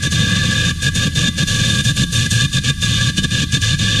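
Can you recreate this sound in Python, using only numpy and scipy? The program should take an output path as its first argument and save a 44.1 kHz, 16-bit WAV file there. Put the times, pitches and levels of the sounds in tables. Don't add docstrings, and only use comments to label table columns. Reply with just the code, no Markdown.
import sys
import numpy as np
from scipy import signal
from scipy.fft import rfft, irfft
from scipy.io import wavfile
from scipy.ndimage import uniform_filter1d, minimum_filter1d, map_coordinates

SR = 44100
rng = np.random.default_rng(int(sys.argv[2]) if len(sys.argv) > 2 else 0)


def bounce(signal):
    frames = np.transpose(np.atleast_2d(signal))
    limited = np.clip(frames, -1, 1)
    pcm = np.round(limited * 32767).astype(np.int16)
    wavfile.write(sys.argv[1], SR, pcm)


N = 176400

# strike t/s, break t/s, relative level/dB of roar, boom, flutter, spit, puff
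ARC_SPELLS = [(0.028, 0.074, -19, -17, -27, 0.5, -2), (0.116, 0.708, -18, -20.5, -17.5, 0.5, -7),
              (0.824, 0.888, -18, -15, -26, 0, -2), (0.952, 1.076, -17.5, -17, -16, 0, 5.5),
              (1.155, 1.286, -16.5, -19, -17.5, -1.5, 5.5), (1.377, 1.433, -16.5, -18.5, -15.5, -7.5, -15),
              (1.475, 1.811, -17, -18, -17, -2.5, -14), (1.846, 1.913, -16.5, -15.5, -18.5, -1.5, -2),
              (1.965, 2.038, -16, -16, -15.5, -6, -6), (2.127, 2.265, -17.5, -15.5, -21, -1.5, 2),
              (2.308, 2.454, -17, -14, -20, 1, -7), (2.531, 2.586, -17.5, -15.5, -20.5, -3.5, -4),
              (2.64, 2.705, -14.5, -14, -24, -17, 1), (2.819, 3.1, -17, -17.5, -20, -1.5, -0.5),
              (3.173, 3.19, -13, -21, -15, -3, 1), (3.235, 3.248, -13, -16, -18, -7, 6.5),
              (3.308, 3.438, -16.5, -17, -17.5, -13, 1), (3.523, 3.572, -15.5, -13.5, -19, -2.5, 2.5),
              (3.617, 3.746, -16.5, -15, -32, -0.5, -13), (3.789, 4.055, -16.5, -18.5, -18.5, -6, -1)]
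# f/Hz, width/Hz, gain/dB
PATH_RESONANCES = [(517, 159, 13), (1050, 57, -14), (1159, 98, 24), (1638, 150, 25.5), (1730, 125, 17),
                   (1898, 129, -14), (2017, 27, 17), (2290, 56, 12), (2443, 55, 14), (2547, 142, 9),
                   (2750, 70, 7), (2840, 150, 6), (2992, 58, 12), (3075, 78, -10), (3263, 60, 7),
                   (3603, 135, 17), (3868, 130, -11), (3980, 50, 10), (4199, 120, 4), (5340, 160, -6),
                   (5880, 140, 11), (6025, 176, -12), (6320, 90, 12), (6650, 150, 6), (6965, 110, 8),
                   (7075, 72, -6), (7165, 78, 5), (7610, 130, 7), (8270, 50, -9), (8360, 100, 6),
                   (8630, 113, 5), (9056, 60, 5), (9390, 350, 6), (10170, 160, 6)]
# f/Hz, width/Hz, level/dB
JET_WHISTLES = [(1645, 22, -43), (2018, 16, -49.5), (1160, 25, -54)]
# f/Hz, relative level/dB
RUMBLE_SPECTRUM = [(15, -53), (30, 0.5), (48, -4.5), (68, -0.5), (100, -6.5), (170, 0.5), (230, -13),
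                   (320, -17), (430, -53), (900, -50)]
JET_SPECTRUM = [(150, -94), (380, -75), (750, -83.5), (1350, -80), (2400, -73), (3300, -61), (4800, -61),
                (7000, -68), (10000, -71.5), (12500, -81), (15000, -117)]
FLUTTER_SPECTRUM = [(40, -18.5), (90, -24.5), (135, 2), (175, 1), (215, -3.5), (250, -14), (295, -13),
                    (370, -26), (600, -49), (1200, -50)]
PUFF_SPECTRUM = [(90, -31.5), (160, -1), (230, 6), (330, -9), (420, -14.5), (520, -14), (800, -35),
                 (1500, -49)]
SPIT_SPECTRUM = [(1000, -48), (3000, -5.5), (6000, 4), (9000, -4), (12500, -15), (15000, -29)]
ROAR_SPECTRUM = [(150, -88.5), (380, -71), (750, -77.5), (1350, -78.5), (2400, -70.5), (3300, -59),
                 (4800, -62.5), (7000, -67), (10000, -78), (12500, -87.5), (15000, -115)]
# t/s, gain/dB
LOW_DRIFT = [(0, 3.5), (.8, 1), (1.2, 3), (2.1, 1), (2.6, -3.5), (4, -1.5)]
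MIDDLE_DRIFT = [(0, 2.5), (.7, 2), (1.3, -0.5), (2.2, -1), (3, -1), (4, -2)]
TREBLE_DRIFT = [(0, -1.5), (.7, 0.5), (1.3, 0), (1.7, 3.5), (2.2, 4.5), (2.6, 1), (3.2, 0), (4, -3.5)]

ATTACK_S, RELEASE_S = .012, 0.0061
LOW_LAG_S, LOW_RELEASE_S = 0.0059, 0.0078
JET_DB, SWELL_DB, SWELL_S = -34, 5, 0.03
PULSE_HZ, WANDER_HZ, QUICKEN_HZ = 110.15, 4.18, 54.97
BOOM_DB, FLUTTER_DB, PUFF_DB = -2, -3.5, -23
SPIT_DB, SPIT_RISE_S, SPIT_DECAY_S = -22, 0.006, 0.05
ROAR_DB, THROB_DB = -1.25, 1.07
SPUTTER_DB, SPUTTER_PER_S = 1, 70
FIZZ_DB, FIZZ_PER_S = 1.5, 900
CRACKS_PER_S, CRACK_SPREAD_DB, CRACK_DB = 1500, 3.5, -6.5


def undb(db):
    return 10 ** (np.asarray(db) / 20)


def unit(x):
    return x / np.sqrt(np.mean(x ** 2))


def walk(rate):
    knots = rng.standard_normal(N)
    return unit(map_coordinates(knots[:N // 8], [np.arange(N) * rate / SR], order=2, mode="mirror"))


def colour(x, spectrum, peaks=()):
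    size = 2 * N
    f = np.arange(N + 1) * SR / size
    points = np.array(spectrum, float)
    db = np.interp(np.log(f + 1), np.log(points[:, 0]), points[:, 1])
    for hz, width, height in peaks:
        db = db + height / (1 + (2 * (f - hz) / width) ** 2)
    cepstrum = irfft(np.log(undb(db)))
    cepstrum[1:N] *= 2
    cepstrum[N + 1:] = 0
    return unit(irfft(rfft(x, size) * np.exp(rfft(cepstrum)))[:N])


def spell(t, on, off, release):
    return np.clip((t - on) / ATTACK_S + .5, 0, 1) * np.exp(-np.maximum(t - off, 0) / release)


def cusp(t, at, rise, decay):
    return np.exp(-np.abs(t - at) / np.where(t < at, rise, decay))


def machine(t):
    hum_hz, hum_db, rumble_db = 84.5, -28, -26
    hum = np.sin(2 * np.pi * hum_hz * t + 0.75 * walk(5.58)) * undb(0.74 * walk(7.58))
    rumble = colour(rng.standard_normal(N), RUMBLE_SPECTRUM)
    return undb(hum_db) * unit(hum) + undb(rumble_db) * rumble


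def air_jet(t):
    closeness = sum(cusp(t, on, SWELL_S, RELEASE_S) for on, *_ in ARC_SPELLS)
    jet = colour(rng.standard_normal(N), JET_SPECTRUM, PATH_RESONANCES)
    jet *= undb(JET_DB + SWELL_DB * closeness + 0.27 * walk(54))
    for hz, width, db in JET_WHISTLES:
        envelope = walk(width) + 1j * walk(width)
        jet += undb(db) * unit(np.real(envelope * np.exp(2j * np.pi * hz * t)))
    return jet


def gas_phase(t):
    quicken = sum(cusp(t, off, rise=.022, decay=LOW_RELEASE_S) for _, off, *_ in ARC_SPELLS)
    return 2 * np.pi * np.cumsum(PULSE_HZ + QUICKEN_HZ * quicken + WANDER_HZ * walk(40)) / SR


def hot_gas(t, phase):
    harmonics = np.sin(phase) + undb(-18) * np.cos(2 * phase)
    boom = undb(BOOM_DB) * unit(harmonics * undb(1.25 * walk(35)))
    flutter = undb(FLUTTER_DB) * colour(rng.standard_normal(N), FLUTTER_SPECTRUM)
    puff = undb(PUFF_DB) * colour(rng.standard_normal(N), PUFF_SPECTRUM)
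    gas = np.zeros(N)
    for on, off, _, boom_db, flutter_db, _, puff_db in ARC_SPELLS:
        burning = spell(t - LOW_LAG_S, on, off, LOW_RELEASE_S)
        gas += burning * (undb(boom_db) * boom + undb(flutter_db) * flutter)
        gas += undb(puff_db) * cusp(t, off, rise=0.013, decay=LOW_RELEASE_S) * puff
    return gas


def strike_spit(t):
    envelope = np.zeros(N)
    for on, off, _, _, _, spit_db, _ in ARC_SPELLS:
        quench = np.exp(-np.maximum(t - off, 0) / RELEASE_S)
        envelope += undb(SPIT_DB + spit_db) * cusp(t, on, SPIT_RISE_S, SPIT_DECAY_S) * quench
    sizzle = rng.standard_normal(N) * undb(2.0 * walk(1200))
    return envelope * colour(sizzle, SPIT_SPECTRUM, PATH_RESONANCES)


def arc_roar(t, phase):
    burning = sum(undb(db) * spell(t, on, off, RELEASE_S) for on, off, db, *_ in ARC_SPELLS)
    hiss = unit(rng.standard_normal(N) * undb(FIZZ_DB * walk(FIZZ_PER_S)))
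    sizes = undb(CRACK_SPREAD_DB * np.minimum(rng.exponential(size=N), 5))
    signs = np.sign(rng.standard_normal(N))
    cracks = unit(sizes * signs * (rng.random(N) < CRACKS_PER_S / SR))
    modulation = undb(SPUTTER_DB * walk(SPUTTER_PER_S) + THROB_DB * np.sin(phase))
    source = burning * unit((hiss + undb(CRACK_DB) * cracks) * modulation)
    return undb(ROAR_DB) * np.std(source) * colour(source, ROAR_SPECTRUM, PATH_RESONANCES)


def steel_reflections(x, spread_s=.02, echo_db=-13, above_hz=5800):
    scatter = np.arange(1, 13) * (np.sqrt(5) - 1) / 2 % 1
    lags = (0.001002 + spread_s * scatter ** 1.3) * SR
    bright = signal.sosfilt(signal.butter(2, above_hz, "high", fs=SR, output="sos"), x)
    echoes = sum(np.pad(bright, (int(lag), 0))[:N] for lag in lags)
    return x + undb(echo_db) * echoes / np.sqrt(len(lags))


def band_drift(x, t, low_hz=785, middle_hz=2210, treble_hz=7800):
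    f = np.arange(N + 1) * SR / (2 * N)
    spectrum = rfft(x, 2 * N)
    low = irfft(spectrum / (1 + (f / low_hz) ** 8))[:N]
    middle = irfft(spectrum / (1 + (f / middle_hz) ** 8))[:N] - low
    treble = x - irfft(spectrum / (1 + (f / treble_hz) ** 4))[:N]
    for band, drift in (low, LOW_DRIFT), (middle, MIDDLE_DRIFT), (treble, TREBLE_DRIFT):
        gain = undb(np.interp(t, *np.array(drift).T))
        x = x + (gain - 1) * band
    return x


def scene():
    t = np.arange(N) / SR
    phase = gas_phase(t)
    torch = arc_roar(t, phase) + strike_spit(t) + air_jet(t)
    torch = band_drift(steel_reflections(torch), t)
    return (torch + hot_gas(t, phase) + machine(t))[None]


def record(dry):
    ceiling, window, top_hz = .68, int(0.012 * SR), 15200
    peak = -minimum_filter1d(-np.abs(dry), window)
    gain = uniform_filter1d(np.minimum(1, ceiling / (peak + 1e-9)), window)
    return signal.sosfilt(signal.ellip(10, .1, 80, top_hz, fs=SR, output="sos"), dry * gain)


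dry = scene()
out = record(dry)
bounce(out)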